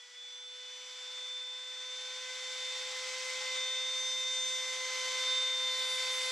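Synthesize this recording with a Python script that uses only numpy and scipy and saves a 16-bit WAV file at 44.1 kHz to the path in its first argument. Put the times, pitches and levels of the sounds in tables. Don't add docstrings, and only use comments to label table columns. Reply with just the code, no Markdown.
import sys
import numpy as np
from scipy import signal
from scipy.fft import rfft, irfft, next_fast_len
from scipy.io import wavfile

SR = 44100
rng = np.random.default_rng(int(sys.argv[2]) if len(sys.argv) > 2 else 0)


def transcribe(signal):
    frames = np.atleast_2d(signal).T
    limited = np.clip(frames, -1, 1)
    pcm = np.round(limited * 32767).astype(np.int16)
    wavfile.write(sys.argv[1], SR, pcm)


N = 278271

# time_s, speed_hz
SHAFT_SPEED = [(0.0, 490.2), (0.2, 495.0), (0.42, 498.4), (0.8, 502.6), (1.2, 505.3), (2.2, 509.3),
               (3.32, 513.1), (4.0, 515.1), (4.3, 514.9), (4.88, 513.1), (5.04, 513.0), (5.44, 514.6),
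               (5.94, 513.6), (6.3, 513.5)]
# time_s, bite (0 free, 1 tip entering, 2 light cut, 3 full cut)
CUT_PROGRESS = [(0, 0), (3.85, 0.22), (4.02, 1), (4.4, 0.8), (4.62, 1.1), (4.8, 2), (5.6, 2), (5.85, 2.5)]
# time_s, level_db
FAN_LEVEL = [(0.0, -54.1), (0.04, -55.5), (0.1, -63), (0.18, -48.5), (0.72, -47.5), (0.8, -51.5),
             (1.34, -40.5), (1.62, -44.5), (2.0, -44.0), (2.36, -47.0), (2.68, -40.5), (3.16, -54),
             (3.64, -37), (4.48, -36.5), (4.88, -45.7), (5.06, -44.5), (5.32, -32.5), (6.3, -39.6)]
# time_s, level_db
COMMUTATOR_LEVEL = [(0, -66), (1.55, -71.5), (1.8, -57), (2.5, -55.5), (2.9, -57.5), (3.25, -51),
                    (3.48, -58), (3.6, -49.5), (4.25, -48), (4.95, -46.5), (5.6, -50), (6, -56)]
# time_s, level_db
RUSH_LEVEL = [(0, -61), (.2, -59.5), (.45, -59.5), (.75, -55.5), (1.2, -53), (1.46, -56), (2.25, -49.5),
              (3.25, -45.4), (3.58, -45.5), (3.7, -47.5), (4.15, -49), (4.75, -47), (5.06, -44),
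              (5.31, -44.5), (5.5, -47), (6.31, -43.5)]
# frequency_hz, level_db
AIR_SPECTRUM = [(30, -44), (100, -43.5), (300, -31), (420, -10.5), (700, -16), (1200, -7.5), (2200, 5.5),
                (4700, 0.7), (5650, 1), (6200, -2.5), (7900, -5), (9000, -17), (10800, -22.5),
                (14500, -40.5)]
# centre_hz, width_hz, gain_db
CABINET_RESONANCES = [(139, 29, 4.5), (217, 41, 11), (362, 123, -5.5), (420, 22, 3), (439, 23, -10),
                      (611, 27, -14.5), (637, 21, 4), (707, 23, 9.5), (802, 23, 7), (831, 58, 5.5),
                      (853.4, 23, 10.5), (926, 14, 4.5), (934, 46, -4.5), (1003, 27, 5.5), (1064, 25, -4.5),
                      (1130, 56, 8.5), (1157, 22, -6.5), (1297, 29, 7), (1415, 45, 1), (1696, 63, -10.5),
                      (1874, 32, -0.5), (1945, 89, -6), (2130, 26, -10), (2387, 67, -12), (2700, 360, -6.5),
                      (2970, 97, -5.5), (3160, 32, 4), (3940, 68, -1), (4160, 130, -4.5), (4375, 90, 6)]
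# frequency_hz, side_minus_mid_db
AIR_WIDTH = [(60, -20), (290, -16), (640, -14), (1410, -14), (3100, -12), (6820, -9.5), (10000, -1.5),
             (14000, 2.5)]
# frequency_hz, left_minus_right_db
AIR_BALANCE = [(200, 0), (1000, 0.5), (2500, 0.6), (4500, 0), (8000, -0.5), (14000, 0)]
# pitch_hz, left_minus_right_db
TONE_BALANCE = [(510, 1.5), (1030, -0.1), (2050, -0.1), (3080, -2.5), (3600, 0), (6170, -0.5), (7200, -4.5),
                (15000, -5)]
# order, free_db, db_per_hz, db_per_bite, wander_db, flutter, spread_rad
HUM_PARTIALS = [(1, -5, 0.3, 0.32, .3, 0.05, 0.054), (2, -9, 0.27, 1.5, 0.5, 0.05, .064),
                (3, -11, 0, .3, 1, 0.23, .12), (4, -1.66, 0.6, 0.98, .5, 0.18, 0.052),
                (6, -13.5, 0, 1.2, 1, 0.12, .15)]
# order, free_db, entering_db, light_cut_db, full_cut_db
BUZZ_PARTIALS = [(5, -11.5, -15, -17, -13.5), (8, -20, -14, -10, -6), (9, -18, -11.5, -9.5, -7),
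                 (10, -26, -4.5, -15, -15), (11, -15.5, -7, -14, -20), (13, -28, -13, -14.5, -21),
                 (14, -23.5, -5, -15, -8), (15, -30, -12.5, -19, -15), (16, -32, -9, -18, -9),
                 (17, -25, -28, -26, -26), (18, -49, -28, -28, -15.5), (19, -34, -22, -24, -28),
                 (20, -45, -23, -26, -12), (21, -43, -38, -35, -32), (22, -45, -27, -37, -19),
                 (24, -44, -35.5, -37, -25), (25, -51, -44, -40, -39), (26, -46, -32, -34, -39),
                 (27, -43, -41, -49, -36), (28, -51, -35, -38, -34), (30, -61, -41, -40, -40)]
# centre_s, order, half_length_s, change_db
PARTIAL_SWELLS = [(.05, 4, 0.23, 14), (.21, 2, 0.085, -8), (.35, 12, .1, 10.5), (.55, 1, 0.21, 4),
                  (.72, 6, 0.32, 10.5), (.8, 12, 0.19, 13.5), (1.0, 4, .25, -4.5), (1.244, 12, 0.13, 10),
                  (1.55, 6, .2, -6), (2.036, 4, 0.16, -9), (2.2, 3, 0.44, 3.5), (2.7, 2, 0.45, -3),
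                  (3.05, 3, .3, -5), (3.55, 4, 0.14, 4), (4.067, 12, 0.11, 6.5), (4.08, 10, .1, 4),
                  (4.33, 14, 0.18, 1.5), (4.347, 6, 0.39, 5), (4.45, 12, 0.11, 5.5), (4.7, 4, 0.23, 2.5),
                  (5.04, 6, 0.18, 7.5), (5.93, 20, 0.059, 7), (6.155, 12, .06, 10.5), (6.23, 20, .08, 4)]
# order, level_db
BEARING_PARTIALS = [(3.635, -16), (4.635, -17)]

FULL_SPEED_HZ = 514
HUM_FLUTTER_HZ, HUM_WANDER_HZ = 18.6, 1.6
AIR_OVER_RUSH_DB = 4.5
SCATTER_GAIN, SCATTER_LENGTH_S, SCATTER_ABOVE_HZ = .26, .022, 1600
CUTOFF_HZ = 15650


def motor_whine(angle):
    fan = tone(angle, order=7, flutter=0.078, flutter_hz=32, spread_rad=0.14)
    bars = tone(angle, order=12, flutter=0.081, flutter_hz=15, spread_rad=0.23)
    bars_db = in_time(COMMUTATOR_LEVEL) + swell_db(order=12)
    return from_db(in_time(FAN_LEVEL)) * fan + from_db(bars_db) * bars


def cooling_air(angle, bite):
    chop = 1 + (0.11 + 0.12 * bite) * np.cos(2 * angle) + 0.19 * np.cos(angle)
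    gusts = from_db(0.51 * drift(rate_hz=25))
    turbulence = rng.standard_normal((2, N)) * chop * gusts
    size = next_fast_len(N)
    hz = np.arange(size // 2 + 1) * SR / size
    cabinet_db = sum(gain_db / (1 + (2 * (hz - centre_hz) / width_hz) ** 2)
                     for centre_hz, width_hz, gain_db in CABINET_RESONANCES)
    colour = from_db(at_hz(AIR_SPECTRUM, hz) + cabinet_db)
    mid, side = rfft(turbulence, size) * colour * scattering(hz, size)
    side *= from_db(at_hz(AIR_WIDTH, hz))
    ears = np.array([mid + side, mid - side]) * pan(at_hz(AIR_BALANCE, hz))
    return from_db(AIR_OVER_RUSH_DB) * rms_one(irfft(ears, size)[:, :N])


def shaft_hum(angle, speed_hz, bite):
    out = np.zeros((2, N))
    for order, free_db, db_per_hz, db_per_bite, wander_db, flutter, spread_rad in HUM_PARTIALS:
        level_db = free_db + db_per_hz * (speed_hz - FULL_SPEED_HZ) + db_per_bite * bite
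        level_db += wander_db * drift(HUM_WANDER_HZ) + swell_db(order)
        out += from_db(level_db) * tone(angle, order, flutter, HUM_FLUTTER_HZ, spread_rad)
    return out


def bit_buzz(angle, bite):
    out = np.zeros((2, N))
    for order, *levels_db in BUZZ_PARTIALS:
        strength = np.interp(bite, np.arange(len(levels_db)), from_db(levels_db))
        grain = from_db(1.2 * drift(rate_hz=2.5) + swell_db(order))
        out += strength * grain * tone(angle, order, flutter=0.31, flutter_hz=29, spread_rad=0.14)
    return out


def bearing_tones(angle):
    return sum(from_db(level_db) * tone(angle, order, flutter=0.38, flutter_hz=26, spread_rad=.12)
               for order, level_db in BEARING_PARTIALS)


def scattering(hz, size):
    echoes = rng.standard_normal(int(SCATTER_LENGTH_S * SR))
    echoes *= SCATTER_GAIN / np.sqrt(np.sum(echoes ** 2))
    return 1 + rfft(echoes, size) * hz ** 2 / (hz ** 2 + SCATTER_ABOVE_HZ ** 2)


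def tone(angle, order, flutter, flutter_hz, spread_rad):
    pitch_hz = order * angle[-1] / (2 * np.pi) * SR / N
    phase = order * angle + rng.uniform(0, 2 * np.pi) + flutter * drift(flutter_hz)
    ear_offset_rad = spread_rad * drift(rate_hz=1.74) * np.array([[1], [-1]])
    amplitude = np.sqrt(2) * np.exp(flutter * drift(flutter_hz) - flutter ** 2)
    return pan(at_hz(TONE_BALANCE, pitch_hz)) * amplitude * np.sin(phase + ear_offset_rad)


def swell_db(order):
    time_s = np.arange(N) / SR
    return sum(change_db * np.exp(-((time_s - centre_s) / half_length_s) ** 2)
               for centre_s, partial, half_length_s, change_db in PARTIAL_SWELLS if partial == order)


def drift(rate_hz):
    hop_samples, settle_hops = 40, 2000
    pole = np.exp(-2 * np.pi * rate_hz * hop_samples / SR)
    noise = rng.standard_normal(N // hop_samples + settle_hops + 2)
    slow = rms_one(signal.lfilter([1], [1, -2 * pole, pole ** 2], noise)[settle_hops:])
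    return np.interp(np.arange(N) / hop_samples, np.arange(len(slow)), slow)


def in_time(curve):
    return np.interp(np.arange(N) / SR, *np.transpose(curve))


def at_hz(spectrum, hz):
    known_hz, values = np.transpose(spectrum)
    return np.interp(np.log(np.maximum(hz, 1)), np.log(known_hz), values)


def pan(left_minus_right_db):
    return from_db(np.array([[.5], [-.5]]) * left_minus_right_db)


def from_db(db):
    return 10 ** (np.asarray(db) / 20)


def rms_one(x):
    return x / np.sqrt(np.mean(x ** 2) + 1e-20)


def scene():
    speed_hz, bite = in_time(SHAFT_SPEED), in_time(CUT_PROGRESS)
    jitter = 1 + 0.00012 * drift(rate_hz=15.4)
    angle = 2 * np.pi * np.cumsum(speed_hz * jitter) / SR
    running = shaft_hum(angle, speed_hz, bite) + bearing_tones(angle)
    running += cooling_air(angle, bite) + bit_buzz(angle, bite)
    return motor_whine(angle) + from_db(in_time(RUSH_LEVEL)) * running


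def record(dry):
    return signal.sosfilt(signal.ellip(10, .1, 80, CUTOFF_HZ, fs=SR, output="sos"), dry)


dry = scene()
out = record(dry)
transcribe(out)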